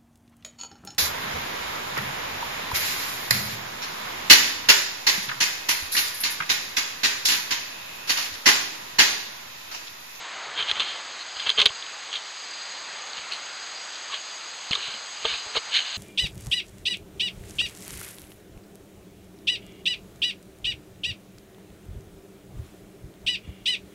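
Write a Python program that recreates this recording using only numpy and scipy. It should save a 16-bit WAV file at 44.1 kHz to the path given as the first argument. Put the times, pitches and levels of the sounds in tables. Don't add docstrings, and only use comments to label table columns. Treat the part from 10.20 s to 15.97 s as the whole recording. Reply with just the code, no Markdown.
import sys
import numpy as np
from scipy import signal
from scipy.io import wavfile
from scipy.ndimage import uniform_filter1d

SR = 44100
rng = np.random.default_rng(int(sys.argv[2]) if len(sys.argv) > 2 else 0)


def amp(db):
    return 10 ** (np.asarray(db, float) / 20)


def write(x):
    x = np.atleast_2d(x).T
    wavfile.write(sys.argv[1], SR, np.round(np.clip(x, -1, 1) * 32767).astype(np.int16))


N = 254456


def evened(x):
    return x / np.sqrt(np.mean(x ** 2) + 1e-20)


def add(mix, start_s, sound):
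    part = mix[round(start_s * SR):][:len(sound)]
    part += sound[:len(part)]


def resonate(x, hz, width_hz):
    r = np.exp(-np.pi * width_hz / SR)
    pole = r * np.exp(2j * np.pi * hz / SR)
    return 2 * signal.lfilter([1 - r], [1, -pole], x).real


def ring(x, modes):
    out = 0
    for k, (hz, width_hz, db) in enumerate(modes):
        mode = resonate(resonate(x, hz, width_hz), hz, width_hz)
        out = out + (-1) ** k * amp(db) / np.sqrt(width_hz) * mode
    return out


def glide(x, hz, width_hz):
    turn = np.exp(2j * np.pi * np.cumsum(hz) / SR)
    r = np.exp(-np.pi * width_hz / SR)
    return (turn * signal.lfilter([(1 - r) ** 2], [1, -2 * r, r * r], x / turn)).real


def drift(n, size):
    return evened(uniform_filter1d(uniform_filter1d(rng.standard_normal(n), size), size))


FADE_DB, ROUND = 18, 1.41


def stroke(t, deepest_s, rise_s, fall_s, db):
    before = (deepest_s - t) / max(rise_s, .004)
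    after = (t - deepest_s) / max(fall_s, .004)
    away = np.where(t < deepest_s, before, after)
    return amp(2 * (db - FADE_DB * np.minimum(away, 4) ** ROUND))


# (deepest [s], rise [s], fall [s], pressure [dB], rim re pressure [dB])
HEAD_RUBS = [(.4, 0.052, 0.066, -25.5, -9), (0.498, 0.048, 0.039, -26.5, -3.5),
             (.575, 0.05, 0.022, -30.5, -7), (.606, 0.019, .045, -24.5, -5), (.68, 0.16, 0.15, -32.5, -5),
             (1.02, 0.089, 0.024, -45.5, 8), (1.21, 0.059, 0.17, -34, -11), (1.27, 0.013, 0.036, -22.5, -8),
             (1.308, 0.0091, 0.032, -29.5, -3), (1.391, 0.021, 0.048, -17, -8),
             (1.418, 0.033, 0.022, -23, 0.5), (1.467, 0.025, .02, -23, -16),
             (1.492, 0.0083, 0.033, -42, -25), (1.956, 0.065, 0.05, -32, -5.5)]
FLANK_RUBS = [(2.98, 0.018, 0.053, -33.5, -5), (3.122, 0.01, 0.063, -33, 3),
              (3.951, 0.075, 0.047, -31, -6.5), (4.537, 0.0097, 0.017, -28, -4),
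              (4.57, 0.013, 0.021, -35, -11), (4.65, 0.18, 0.18, -32.5, -2.5),
              (5.058, 0.017, .02, -25.5, -9), (5.091, 0.11, 0.071, -29.5, -5.5),
              (5.13, 0.11, 0.12, -30.5, -1.5), (5.373, 0.032, 0.019, -22, -2),
              (5.56, 0.048, 0.076, -19, -3), (5.66, 0.061, 0.18, -34, -5.5), (5.76, 0.14, 0.098, -33, -2)]
# (frequency [Hz], width [Hz], level [dB])
SHELL_MODES = [(2200, 350, -5.5), (2694, 1700, -6), (3220, 200, -7), (3587, 180, -5.5), (6460, 67, -20.5)]
# (frequency [Hz], width [Hz], level [dB])
RIM_MODES = [(4060, 430, 0), (4400, 400, -6), (5420, 3400, -12.5)]
# (frequency [Hz], width [Hz], level [dB])
BODY_MODES = [(1090, 410, 6), (1650, 310, 2), (670, 91, -10), (420, 64, -4.5)]
HEAD_PANEL_HZ, FLANK_PANEL_HZ, STIFFEN_HZ_PER_DB = 3170, 3053, 1.5
PANEL_DB_PER_DB = 0.36
BODY_DB, BODY_DB_PER_DB = -48, 1
RUMBLE_DB, RUMBLE_DB_PER_DB = -58.5, 1
LOOSE_S, TIGHT_DB, TIGHT_BODY_DB = 0.073, -21, -18
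FUR_HZ, FUR_WIDTH_HZ, FUR_DB = 8840, 3300, -36.5
SWEEP_POWER = 1.2


def rubs():
    size = amp(2.2 * np.minimum(rng.exponential(1, N), 3))
    slips = size * rng.standard_normal(N) * (rng.random(N) < 9000 / SR)
    slips *= amp(.8 * drift(N, size=120)) / np.sqrt(uniform_filter1d(slips ** 2, size=900) + 1e-9)

    t = np.arange(0, N + 32, 32) / SR
    rows = HEAD_RUBS + FLANK_RUBS
    strokes = np.array([stroke(t, *row[:-1]) for row in rows])
    db = 10 * np.log10(strokes.sum(0) + 1e-12)
    rim = np.sqrt(amp(2 * np.array(rows)[:, -1]) @ strokes)
    lengths = np.array([(rise_s + fall_s) / .1 for _, rise_s, fall_s, *_ in rows])
    sweep = lengths ** SWEEP_POWER @ strokes
    tight = 1 - np.max([np.exp(-((t - s) / LOOSE_S) ** 2) for s, *_ in SHOVES], axis=0)
    curves = (t, db, rim, sweep, tight)
    t, db, rim, sweep, tight = (np.interp(np.arange(N) / SR, t, v) for v in curves)
    over_db = db + 33
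    sweep_db = 10 * np.log10(sweep + 1e-12) + 33
    touch = 1 / (1 + amp(-2 * (db + 65)))

    panel_hz = np.where(t < FLANK_RUBS[0][0] - .5, HEAD_PANEL_HZ, FLANK_PANEL_HZ)
    panel_hz = panel_hz + STIFFEN_HZ_PER_DB * np.maximum(over_db, -20)
    shell = amp(PANEL_DB_PER_DB * np.clip(over_db - 3.5, -15, 0) - 3.0) * evened(ring(slips, SHELL_MODES))
    shell += 0.73 * evened(glide(slips, panel_hz, 370))
    body = amp(TIGHT_BODY_DB * tight) * ring(slips, BODY_MODES[:1] + BODY_MODES[2:])
    body -= ring(slips, BODY_MODES[1:2])
    rumble = resonate(resonate(slips, 122, 290), 122, 290)
    fur = evened(ring(rng.standard_normal(N), [(FUR_HZ, FUR_WIDTH_HZ, 0)]))

    parts = amp(db - 1.5) * shell
    parts += amp(-1.9) * rim * evened(ring(slips, RIM_MODES))
    parts += amp(BODY_DB + BODY_DB_PER_DB * over_db) * evened(body)
    parts += amp(RUMBLE_DB + RUMBLE_DB_PER_DB * over_db + TIGHT_DB * tight) * evened(rumble)
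    parts += amp(FUR_DB - 34.5 + 0.64 * sweep_db) * fur
    return parts * touch


# (time [s], peak [dB], pitch [Hz], length [s])
SNAGS = [(0.388, -14, 3220, 0.0089), (0.425, -12, 3200, 0.0045), (0.4932, -18, 3300, 0.0074),
         (0.5133, -5, 3420, 0.0071), (0.572, -28, 2980, 0.0053), (0.597, -11, 3380, 0.0044),
         (0.6024, -9, 3170, 0.0096), (0.62, -24, 2900, 0.006), (1.168, -22, 3180, 0.012),
         (1.197, -16.5, 3180, 0.0098), (1.224, -22, 3150, .005), (1.265, -23, 3330, 0.006),
         (1.272, -12, 3220, 0.0086), (1.293, -5, 3220, 0.0069), (1.3012, -2, 3300, 0.0056),
         (1.385, -11, 3350, 0.0028), (1.3934, -4, 3400, 0.0044), (1.4006, -1, 3380, 0.011),
         (1.416, -3, 2960, 0.011), (1.4574, 2.5, 3950, 0.0023), (1.4605, 4, 3420, 0.006),
         (1.4675, -5, 3700, 0.0078), (1.492, -20, 3190, 0.01), (1.505, -28, 1100, 0.0036),
         (1.6244, -20.5, 3300, 0.0075), (1.664, -25.5, 2980, 0.0074), (1.929, -16.5, 3230, 0.0074),
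         (1.939, -15, 3180, 0.0065), (1.956, -15.5, 3600, 0.017),
         (2.933, -18.5, 4160, 0.0035), (2.971, -21.5, 4150, 0.005), (3.115, -23, 2700, 0.015),
               (3.124, -20, 4160, 0.0068), (3.267, -28, 3120, 0.022), (3.898, -31, 1130, 0.087),
               (3.92, -22, 3480, 0.019), (3.931, -29, 1110, 0.034), (3.94, -18, 3300, 0.0098),
               (4.5098, -13.5, 4180, 0.0054), (4.514, -12.5, 2880, 0.01), (4.5234, -12, 3140, 0.0064),
               (4.5302, -13, 2200, 0.0046), (4.5316, -7, 3240, 0.011), (4.552, -10.5, 3800, 0.013),
               (4.556, -22, 1150, .012), (4.567, -26, 4100, 0.01), (4.586, -24, 4200, .008),
               (4.739, -23, 3200, 0.012), (5.0525, -9.5, 3270, 0.0073), (5.0547, -16, 3170, 0.005),
               (5.126, -17, 3220, 0.0073), (5.139, -15.5, 2650, 0.0056), (5.269, -27, 4000, .006),
               (5.351, -22, 2470, 0.0054), (5.375, -15.5, 4060, 0.015)]
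SNAG_BODY_DB, SNAG_BODY_DB_PER_DB = -33.5, 0.87
LIGHT_DB_PER_DB = 0.24


def snag(start_s, db, hz, length_s, chance):
    t = np.arange(len(chance)) / SR
    fade_db = -30 * (t / max(length_s, .002)) ** 1.4
    burst = chance * (1 - np.exp(-t / .0006)) ** 2 * amp(fade_db)
    burst[SR // 1000] += 4.5
    favoured = evened(ring(burst, [(hz, 0.19 * hz, 0)]))
    shell = evened(ring(burst, SHELL_MODES + RIM_MODES))
    shell += 1.95 * amp(-LIGHT_DB_PER_DB * (db + 8)) * favoured
    body = ring(burst, BODY_MODES)
    body_db = SNAG_BODY_DB + SNAG_BODY_DB_PER_DB * (db + 11)
    sound = amp(db - 2.84) * shell / abs(shell).max() + amp(body_db) * body / abs(body).max()
    return start_s - .001, sound


# (time [s], peak [dB], pitch factor [1], ring time [s])
KNOCKS = [(.59, -46, 1.1, .05), (1.263, -34, 1.2, 0.034), (1.38, -25.5, 0.95, 0.045),
          (1.419, -31.5, 0.88, 0.091), (1.457, -15.5, 0.98, 0.011), (1.499, -48, 0.89, 0.025),
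          (4.506, -35.5, 1.06, 0.062), (4.571, -43.5, 0.79, 0.043), (4.68, -48, 0.86, .04),
          (4.739, -44, 0.476, 0.047), (5.049, -16, 0.98, 0.025), (5.129, -53, 1, 0.027),
          (5.26, -42, 0.92, 0.09), (5.353, -20.5, 1.12, 0.018), (5.367, -17.5, 0.98, 0.019)]
# (frequency [Hz], level [dB], share of ring time [1])
BOX_MODES = [(466, -4, 2.7), (652, -3.5, 1.7), (920, -6, 1.96), (1214, 1, 0.94)]


def knock(start_s, db, pitch, t60_s):
    t = np.arange(SR // 5) / SR
    box = np.zeros(len(t))
    for hz, mode_db, share in BOX_MODES:
        box += amp(mode_db - 60 * t / (t60_s * share)) * np.sin(2 * np.pi * hz * pitch * t)
    return start_s, amp(db) * box * (1 - np.exp(-t / 0.0017))


# (time [s], peak [dB], pitch [Hz])
SHOVES = [(.42, -63, 60), (.52, -45, 70), (.59, -62, 50), (1.16, -53, 50), (1.263, -58, 60),
          (1.381, -52, 70), (1.418, -50, 60), (1.457, -35, 70.5), (1.499, -43, 89), (2.988, -59, 80),
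          (4.5073, -25, 138), (4.571, -58, 39.6), (4.681, -44.5, 109), (5.049, -42, 50.4), (5.129, -49, 50),
          (5.261, -46, 70), (5.353, -53, 60), (5.369, -40.5, 60)]


def shove(start_s, db, hz):
    t = np.arange(SR // 5) / SR
    push = np.sin(np.pi * np.minimum(t * hz * 0.94, 1)) ** 2
    return start_s, -amp(db) * np.sin(2 * np.pi * hz * t) * push


CRICKET_HZ, CRICKET_DB = 5666, -52
CRICKET_FIRST_S, CRICKET_EVERY_S, CRICKET_SINGS_S = 1.91, 1.6, .27


def cricket():
    t = np.arange(N) / SR - CRICKET_FIRST_S
    sings = (t % CRICKET_EVERY_S < CRICKET_SINGS_S) & (t > 0) & (t < 2 * CRICKET_EVERY_S)
    singing = uniform_filter1d(sings * 1., size=900)
    whistle = np.sin(2 * np.pi * CRICKET_HZ * t)
    whistle += .4 * evened(ring(rng.standard_normal(N), [(CRICKET_HZ, 25, 0)]))
    return amp(CRICKET_DB) * singing * whistle


# (frequency [Hz], width [Hz], level [dB], throb rate [1/s], throb
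# depth [dB])
INSECTS = [(4170, 57, -53, 30, 3), (4790, 240, -48.5, 45, -1.2), (6110, 560, -54, 58, -3),
           (6496, 160, -49.5, 84, -3.5), (6660, 64, -48.5, 11, 1.5), (7726, 405, -52.5, 170, -1),
           (10540, 200, -71, 50, 0.5), (11630, 270, -77, 50, -4)]
# (time [s], swell [dB])
CHOIR = [(0.0, -15), (0.45, -33), (0.66, 1.5), (0.99, -3), (1.2, 8), (1.49, 4.5), (1.91, -4), (2.2, 4.5),
         (2.44, 6), (2.97, -2.5), (3.54, 4.5), (3.78, 2.1), (4.92, 1.8), (5.11, 7), (5.45, 2), (5.77, 3.5)]
HIGH_FOLLOW, HIGH_START_DB, HIGH_DB_PER_S = 0.11, -3.5, 0.7


def insects():
    t, out = np.arange(N) / SR, np.zeros(N)
    low_db = np.interp(t, *np.transpose(CHOIR))
    high_db = HIGH_START_DB + HIGH_DB_PER_S * t + HIGH_FOLLOW * low_db
    for hz, width_hz, db, rate_hz, depth_db in INSECTS:
        song = evened(resonate(resonate(rng.standard_normal(N), hz, width_hz), hz, width_hz))
        wander_hz = rate_hz * (1 + 0.191 * drift(N, size=4000))
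        throb = np.sin(2 * np.pi * np.cumsum(wander_hz) / SR)
        swell_db = low_db if hz < 5000 else high_db
        out += amp(db + depth_db * throb + swell_db) * song
    return out


# (frequency [Hz], density [dB per Hz])
HISS = [(20, -42), (60, -27), (226, -19), (688, -5.5), (1250, -2.5), (2400, -3.5), (4200, -3.5),
        (4900, -5.5), (5900, -13), (6900, -10), (7220, -16), (8000, -18), (8300, -33), (10500, -33.5)]
# (time [s], strength [dB])
BREEZE = [(0.0, 3), (0.56, 6), (0.98, 0.9), (1.3, 0.7), (2.19, -0.5), (2.75, 2), (3.46, 1.1), (3.7, 0.5),
          (4.42, -0.9), (4.64, .6), (5.05, -0.8), (5.2, 0.5), (5.56, 1.2), (5.77, -0.5)]
HISS_DB, UPPER_FOLLOWS = -54, 0.13


def hiss():
    frames, hz = N // 256 + 5, np.fft.rfftfreq(1024, 1 / SR)
    a, b, patches = rng.standard_normal((frames, 513, 3)).T
    patches = evened(uniform_filter1d(uniform_filter1d(patches, 10, 0), 10, 1))
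    t = np.arange(frames) * 256 / SR
    f, colour_db = np.transpose(HISS)
    upper = np.clip(np.log2((hz + 1) / 2400) * 4.5 + .5, 0, 1)[:, None]
    swell_db = (1 - (1 - UPPER_FOLLOWS) * upper) * np.interp(t, *np.transpose(BREEZE))
    steady = (hz >= 4600)[:, None]
    field_db = np.interp(np.log(hz + 1), np.log(f + 1), colour_db)[:, None]
    field_db = field_db + 0.7 * patches + np.where(steady, 0, swell_db)
    return signal.istft((a + 1j * b) * amp(field_db + HISS_DB), nperseg=1024, noverlap=768)[1][:N]


def scene():
    cat = rubs()
    snags = SNAGS
    for row, chance in zip(snags, rng.standard_normal((len(snags), SR // 20))):
        add(cat, *snag(*row, chance))
    for row in KNOCKS:
        add(cat, *knock(*row))
    for row in SHOVES:
        add(cat, *shove(*row))
    return np.tile(cat + cricket() + insects() + hiss(), (2, 1))


def thin_treble(x):
    hz, _, z = signal.stft(x, SR, nperseg=1024)
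    power = abs(z) ** 2
    power_db = 10 * np.log10(uniform_filter1d(power, size=5, axis=0) + 1e-20)
    loud_db = 10 * np.log10(uniform_filter1d(power.sum(0), size=5) + 1e-20)
    top = np.clip((hz[:, None] - 8300) / 2600, 0, 1)
    bar_db = np.median(power_db, axis=1)[:, None] - 9 + 7.5 * np.sqrt(top)
    bar_db = bar_db + .6 * top ** 2 * (loud_db - np.median(loud_db))
    return signal.istft(z * ((power_db > bar_db) | (top == 0)), SR, nperseg=1024)[1][:N]


def low_pass(x):
    return signal.sosfilt(signal.butter(12, 15620, fs=SR, output="sos"), x)


# (frequency [Hz], width [Hz])
NOTCHES = [(5500, 520), (11025, 1140)]
# (frequency [Hz], width [Hz], level [dB])
SPLASH = [(10700, 530, 31.5), (13500, 300, 23), (14450, 200, 28)]
EDGE_HZ = 12000


def record(dry):
    limited = dry[0] / (1 + abs(dry[0] / .86) ** 8) ** (1 / 8)
    lowpass = signal.firwin(255, EDGE_HZ, window=("kaiser", 7), fs=SR)
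    x = signal.oaconvolve(limited, lowpass, "same")
    for hz, width_hz in NOTCHES:
        x = signal.lfilter(*signal.iirnotch(hz, hz / width_hz, SR), x)
    x = thin_treble(x) + ring(dry[0] - limited, SPLASH)
    level_db = 10 * np.log10(abs(uniform_filter1d(x ** 2, size=2000)) + 1e-12)
    sag_db = .056 * np.maximum(level_db + 35, 0)
    mix = np.array([x * amp(-sag_db), x])
    return low_pass(mix)


dry = scene()
out = record(dry)
write(out)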